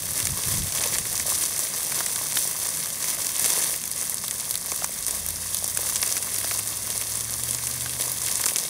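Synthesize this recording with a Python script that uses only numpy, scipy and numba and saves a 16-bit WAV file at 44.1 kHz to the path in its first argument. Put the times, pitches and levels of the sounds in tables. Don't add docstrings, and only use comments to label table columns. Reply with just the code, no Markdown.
import sys
import numpy as np
from scipy import signal
from scipy.fft import rfft, irfft
from scipy.io import wavfile
from scipy.ndimage import uniform_filter1d
from numba import njit

SR = 44100
rng = np.random.default_rng(int(sys.argv[2]) if len(sys.argv) > 2 else 0)


def wrap_up_sound(samples):
    columns = np.atleast_2d(samples).T
    tamed = np.clip(columns, -1, 1)
    steps = np.round(tamed * 32767).astype(np.int16)
    wavfile.write(sys.argv[1], SR, steps)


def how_loud(loudness_db):
    steps = np.asarray(loudness_db, float) / 20
    return 10 ** steps


N = 383229
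T = np.arange(N) / SR
OPPOSITE = np.array([[1], [-1]])


def curve(table):
    s, *columns = np.transpose(table)
    return [np.interp(T, s, c) for c in columns]


def unit(x):
    return x / np.sqrt(np.mean(x ** 2))


def noise():
    return rng.standard_normal(N)


def on_log(hz, points):
    f, db = np.transpose(points)
    return np.interp(np.log(hz + 1), np.log(f), db)


def response(points, dips=(), depth=1, size=2048):
    hz = np.fft.rfftfreq(size, 1 / SR)
    bumps = sum(d * np.exp(-.5 * (2 * (hz - f) / w) ** 2) for f, w, d in dips)
    db = on_log(hz, points) + bumps
    ceps = irfft(np.log(how_loud(depth * db)))
    ceps[1:size // 2] *= 2
    ceps[size // 2 + 1:] = 0
    h = irfft(np.exp(rfft(ceps)))[:size // 2]
    return h / np.sqrt(np.sum(h ** 2))


def through(x, h):
    return signal.fftconvolve(x, h)[:N]


def walk(rate):
    k = int(SR / rate)
    steps = noise()[np.arange(N) // k]
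    return unit(uniform_filter1d(uniform_filter1d(steps, k), k))


@njit
def grains(n, start, turn, decay, size):
    out = np.zeros(n)
    for g in range(len(start)):
        z, p = np.e * decay[g] * size[g] + 0j, np.exp(1j * turn[g] - decay[g])
        for k in range(min(int(8 / decay[g]) + 1, n - start[g])):
            out[start[g] + k] += (k + 1) * z.real
            z *= p
    return out


def ring(s, hz, cycles, size):
    hz = np.clip(hz, 100, .42 * SR).ravel()
    start = np.clip(s * SR, 0, N - 1).astype(np.int64).ravel()
    return grains(N, start, 2 * np.pi * hz / SR, hz / SR / cycles, 1. * size.ravel())


# (per Hz, relative)
RUMBLE_COLOUR = [(15, -38), (25, -17), (32, -8.5), (97, 0), (156, 0.5), (198, -1.5), (300, -9.5),
                 (390, -30), (660, -120)]


def rumble():
    level = how_loud(-49 + 0.38 * walk(1.5))
    return level * unit(through(noise(), response(RUMBLE_COLOUR, size=8192)))


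def tone(table, orders=((1, 0),)):
    hz, db = curve(table)
    edge = np.clip(np.minimum(T - table[0][0], table[-1][0] - T) / 0.068, 0, 1)
    turns = 2 * np.pi * np.cumsum(hz) / SR
    tones = sum(how_loud(db + rel_db + 0.55 * walk(5)) * np.sin(k * turns) for k, rel_db in orders)
    return np.sqrt(2) * edge * tones


# t/s, f/Hz, level/dB (rms before the wavering)
DRONE_GLIDE = [(1.8, 128, -60), (2.01, 146.0, -55.5), (6.5, 178, -66)]


def drone():
    return tone(DRONE_GLIDE)


# t/s, firing f/Hz, level/dB (rms, to which each tone adds its own level)
ENGINE_RUN = [(4.5, 44, -58), (4.92, 46.6, -55), (5.1, 61.8, -51), (5.27, 81.5, -43), (5.5, 93.3, -47),
              (6.2, 97.3, -52), (6.5, 102, -46), (6.65, 106.3, -48), (7.05, 107, -48), (7.48, 121, -42.5),
              (7.85, 125, -43), (8.1, 123.8, -46.5), (8.38, 114, -48), (8.6, 91.3, -62)]
# multiple of the firing f, level/dB (relative)
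ENGINE_ORDERS = [(1, -0.5), (0.62, -6), (2, -15)]


def vehicle():
    return tone(ENGINE_RUN, ENGINE_ORDERS)


# (per Hz, relative)
BUFFET_COLOUR = [(15, -65), (25, -13), (103, 2.5), (190, -6), (248, -19.5), (375, -21), (500, -27),
                 (650, -42), (1100, -120)]
# t/s (crest), level/dB (shared part at the crest), rise/s, fall/s (to 1/e)
GUST_CRESTS = [(0.05, -44, .06, .2), (0.33, -38, 0.14, 0.15), (0.54, -29.5, 0.045, 0.072),
               (0.65, -36.5, 0.046, 0.055), (0.96, -40, 0.07, 0.076), (1.14, -35.5, .04, 0.034),
               (1.27, -46, .05, 0.17)]


def wind():
    colour = response(BUFFET_COLOUR, size=8192)
    mid, side = (unit(through(noise() * how_loud(3.1 * walk(23.4)), colour)) for _ in range(2))
    gusts = 0
    for s, db, rise, fall in GUST_CRESTS:
        distance = np.where(T < s, (s - T) / rise, (T - s) / fall)
        gusts = gusts + how_loud(db) * np.exp(-distance)
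    return gusts * (mid + how_loud(-8) * side * OPPOSITE)


# (per Hz, relative)
AMBIENCE_COLOUR = [(60, -17), (200, -3.5), (700, 1.5), (1050, -1.5), (1400, -12), (2400, -22.5),
                   (15000, -33)]


def ambience(boil_db):
    level = how_loud(-61.5 + 0.17 * (boil_db - np.mean(boil_db)))
    return unit(through(noise(), response(AMBIENCE_COLOUR))) * level


# (per Hz, relative)
SIZZLE_COLOUR = [(150, -15.5), (300, -8), (600, -5.5), (1100, -4.5), (2100, -10), (3500, -8), (5000, -5.5),
                 (5900, -2.5), (7500, -4.5), (9200, 0), (11000, -4.5), (12200, -9), (14000, -9),
                 (15600, -10.5)]
# f/Hz, width/Hz, level/dB
ECHO_BANDS = [(830, 194, -5.5), (1374, 240, -6.5), (2410, 190, -7), (2940, 214, -5.5), (4020, 220, -3.5),
              (5460, 270, -1.5), (6960, 160, -5), (8310, 540, -2), (2200, 480, 3.5), (11200, 470, 0.5)]
# f/Hz, width/Hz, level/dB
AIR_HOLLOWS = [(6000, 210, 2), (7600, 220, 1.5), (9000, 260, 2)]


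def chimney(rise=1, depth=1):
    hollows = [(hz * rise, w, db) for hz, w, db in AIR_HOLLOWS]
    return response(SIZZLE_COLOUR, ECHO_BANDS + hollows, depth)


def heated(juice):
    cool, hot = (through(juice, chimney(rise)) for rise in (1, 1.06))
    heat = np.clip((T - 3.75) / .3 + .5, 0, 1)
    return cool + heat * (hot - cool)


# t/s, level/dB (sizzle, before the surges)
STEADY_BOIL = [(0.0, -28.5), (0.7, -28), (1.1, -28), (1.7, -28), (2.3, -27.5), (3.0, -28.5), (3.7, -25.5),
               (3.85, -31.5), (4.9, -31), (5.4, -30), (6.3, -28.5), (6.9, -28.5), (7.4, -29), (7.9, -29.5),
               (8.69, -28)]
# t/s (full height reached), hold/s, level/dB (lift),
# level/dB (change of the lower sizzle, up or down)
JUICE_SURGES = [(0.146, 0.083, 2, 1), (0.383, 0.16, 3, 0.5), (0.758, 0.19, 3.5, 2.5), (1.265, 0.15, 4, -1),
                (1.926, 0.082, 3.5, 2), (2.359, 0.1, 4, -3), (3.02, 0.086, 2.5, 0.5), (3.401, 0.19, 3.5, 0),
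                (3.962, 0.077, 4.5, -1.5), (4.24, 0.1, 2.5, -1.5), (4.707, 0.082, 2.5, -2),
                (5.077, .1, 1.5, 1), (5.534, .05, 1, -1.5), (5.81, 0.1, 3, -2), (6.35, 0.19, 2, -0.5),
                (8.006, 0.048, 4, -1.8), (8.414, .1, 1, -1)]


def boiling():
    start, hold, lift_db, low_db = np.transpose(JUICE_SURGES)[:, :, None]
    attack_s, release_s = 0.02, 0.027
    rise = np.clip((T - start) / attack_s + 1, 0, 1)
    fall = np.exp(-np.clip(T - start - hold, 0, None) / release_s)
    shape = rise * fall
    return curve(STEADY_BOIL)[0] + np.sum(lift_db * shape, axis=0), np.sum(low_db * shape, axis=0)


# t/s, level/dB (nominal peak of the crack), f/Hz (crack)
SET_POPS = [(0.2017, -5, 9150), (0.2536, -5, 8200), (0.2703, -5.5, 7250), (0.7738, -8, 7760),
            (0.815, -10, 7000), (0.8378, -7.5, 5700), (0.9392, -11.5, 6200), (0.9844, -3, 8000),
            (1.1547, -9, 6700), (1.1978, -5.5, 7760), (1.3015, -7, 8200), (1.3115, -12, 9000),
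            (1.3861, -10, 10400), (1.4366, -6.5, 7600), (1.454, -8, 10600), (1.5924, -5.5, 8000),
            (2.0627, -5.5, 8000), (2.1593, -7, 8850), (2.372, -8.5, 3570), (2.3877, -7, 9000),
            (2.512, -10, 12000), (2.8371, -20, 9400), (2.8685, -13, 10300), (3.0422, -11, 6000),
            (3.2682, -7.5, 6800), (3.3958, -5, 8700), (3.444, -5, 6700), (3.4596, -2, 10200),
            (3.5033, -6, 7500), (3.642, -6, 10200), (3.7605, -15, 10000), (3.9146, -7, 10400),
            (4.097, -6, 11200), (4.1439, -5.5, 9900), (4.2405, -15, 8550), (4.281, -8, 12100),
            (4.3105, -7.5, 7400), (4.4094, -14, 10800), (4.5093, -2, 11900), (4.5553, -5, 10700),
            (4.7183, -9, 6940), (4.761, -7, 12000), (4.8443, -4.5, 7600), (5.0656, -5, 9800),
            (5.1093, -5.5, 9000), (5.2639, -6.5, 12200), (5.287, -4.5, 11600), (5.5455, -2, 11000),
            (5.6429, -7, 11020), (5.6784, -6.5, 10500), (5.7733, -2, 9500), (5.8988, -9, 11200),
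            (5.9584, -4.5, 7260), (5.9652, -7.5, 7200), (6.0173, -4, 11530), (6.0283, -3.5, 5400),
            (6.0619, -8, 8700), (6.1245, -6, 6370), (6.168, -10, 6500), (6.2257, -9, 9600),
            (6.3433, -7.5, 12670), (6.3622, -11, 6300), (6.3853, -5, 11800), (6.5906, -10, 8140),
            (6.9024, -8, 9200), (6.9715, -15, 12100), (6.9778, -5.5, 9600), (7.0138, -9, 8300),
            (7.0205, -14, 12100), (7.083, -21, 10400), (7.3392, -10, 6480), (7.436, -5.5, 9900),
            (7.4882, -11, 10800), (7.5093, -5, 9540), (7.5482, -7, 7420), (7.6704, -5, 8300),
            (7.9886, -19, 7300), (8.011, -10, 9800), (8.0207, -8, 7490), (8.0794, -13, 7400),
            (8.1177, -5, 11700), (8.2178, -8.5, 7700), (8.236, -12, 11100), (8.284, -13, 6900),
            (8.3151, -9.5, 7240), (8.325, -10, 11100), (8.3557, -5.5, 7460), (8.4135, -6, 11380),
            (8.439, -8, 4840), (8.4585, -1.5, 7900), (8.4624, -2, 7900), (8.4866, -6.5, 6200),
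            (8.4921, -9, 9800), (8.5602, -3.5, 6300), (8.567, -5, 8800), (8.585, -5.5, 7650)]


def bubbles(count=70):
    when, soft, pitch = rng.random((count, 3)).T
    low_hz, high_hz = 7000, 12500
    further = np.transpose([when * T[-1], -8.5 - 3 * soft, low_hz + (high_hz - low_hz) * pitch])
    return np.vstack([SET_POPS, further])


def puffs(bursts):
    s, db, _ = bursts.T
    kicks = np.bincount((s * SR).astype(int), how_loud(db + 11), N)
    return 1 + through(kicks, np.exp(-np.arange(1000) / (.003 * SR)))


def sizzle(bursts):
    spurts = 2.25 * walk(22) + 2.3 * walk(90) + 2.0 * walk(320)
    hiss = unit(noise() * how_loud(0.23 * spurts) * puffs(bursts))
    when, pitch, sign, big = rng.random((4, 30000))
    db = -4.5 * np.log(1 - big) + 0.5 * spurts[(when * N).astype(int)]
    size = np.sign(sign - .5) * how_loud(23 * np.tanh(db / 23))
    hz = 450 + 18000 * pitch
    fizz = ring(when * T[-1], hz, 0.47, size * np.sqrt(hz))
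    return unit(hiss + how_loud(3.5) * unit(fizz))


# t/s, level/dB (peak of the note), f/Hz (note)
FAT_KNOCKS = [(0.1892, -26, 2100), (0.2703, -19, 2200), (0.815, -28, 2230), (0.838, -19, 2300),
              (0.8582, -29.5, 540), (0.932, -22, 2170), (0.955, -23, 2230), (0.9843, -24, 1750),
              (1.054, -25, 2160), (1.9204, -21, 2200), (2.006, -20.5, 1670), (2.0647, -22.5, 2120),
              (2.1604, -26, 1940), (2.3704, -16, 1690), (3.443, -23, 1860), (4.239, -27, 1130),
              (4.311, -24.5, 2060), (4.7198, -26, 1080), (4.8207, -28, 675), (4.8434, -20.5, 1010),
              (5.7731, -20.5, 1600), (5.79, -31.5, 480), (5.9236, -29, 1090), (5.9568, -29, 1720),
              (6.0276, -29, 1080), (6.1671, -21, 2200), (6.413, -25.5, 1980), (6.4432, -23, 1630),
              (6.5112, -19, 2190), (7.8604, -23.5, 1666), (8.2848, -26, 1970), (8.3964, -26, 1830),
              (8.4617, -21, 1450), (8.509, -25.5, 1900), (8.5633, -24, 2170)]
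# (per Hz, relative)
SPLASH_COLOUR = [(120, -25), (250, 3), (1500, -8.5), (4000, -5.5), (9000, 3.5)]


def knocks():
    s, db, hz = np.transpose(FAT_KNOCKS)
    lag, detune, slap_pitch = rng.random((len(s), 3)).T
    slap = ring(s, hz * (1.6 + 0.58 * slap_pitch), 1.0, how_loud(db - 1.0))
    note = ring(s, hz, 0.85, how_loud(db))
    rebound = ring(s + 0.00168 + 0.00288 * lag, hz * (0.32 + 1.37 * detune), 0.38, how_loud(db))
    kicks = np.bincount((s * SR).astype(int), how_loud(db - 1), N)
    fade = through(kicks, np.exp(-np.arange(600) / (0.0032 * SR)))
    splash = fade * unit(through(noise(), response(SPLASH_COLOUR)))
    return slap + note + rebound + splash


def pops(bursts, count=4):
    path = chimney(depth=0.6)
    s, db, hz = bursts.T[:, :, None]
    usual_hz = np.median(hz, 0)
    chance = rng.random((len(bursts), 3 * count + 1))
    after = np.arange(count) > 0
    late = 0.0033 * chance[:, :count] * after
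    size = how_loud(db - (5.5 + 10.2 * chance[:, count:2 * count]) * after)
    pitch = hz * (1 + 1.45 * (chance[:, 2 * count:-1] - .5) * after)
    typical = ring(np.zeros(1), usual_hz, .5, np.ones(1))[:99]
    path = path / np.max(np.abs(np.convolve(typical, path)))
    size = size * how_loud(-.15 * (on_log(hz, SIZZLE_COLOUR) - on_log(usual_hz, SIZZLE_COLOUR)))
    place = 0.22 * (2 * chance[:, -1:] - 1) ** 5
    return (through(ring(s + late, pitch, 0.62, size * w), path) for w in (1, place))


def scene():
    traffic = rumble() + drone() + vehicle()
    boil_db, low_db = boiling()
    bursts = bubbles()
    boil = heated(sizzle(bursts))
    low = signal.sosfiltfilt(signal.butter(2, 3400, fs=SR, output="sos"), boil)
    sear = how_loud(boil_db) * (boil - low + how_loud(low_db) * low)
    crack, crack_side = pops(bursts)
    side = ambience(boil_db) + crack_side
    return traffic + wind() + side * OPPOSITE + sear + knocks() + crack


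def roll_off(x):
    return signal.sosfilt(signal.butter(12, 16980, fs=SR, output="sos"), x)


def record(dry):
    thin = signal.sosfilt(signal.butter(2, 36, "high", fs=SR, output="sos"), dry)
    rounded = np.tanh(1.15 * thin) / 1.15
    cut = signal.sosfilt(signal.ellip(10, .2, 44, 15650, fs=SR, output="sos"), rounded)
    return roll_off(cut)


dry = scene()
out = record(dry)
wrap_up_sound(out)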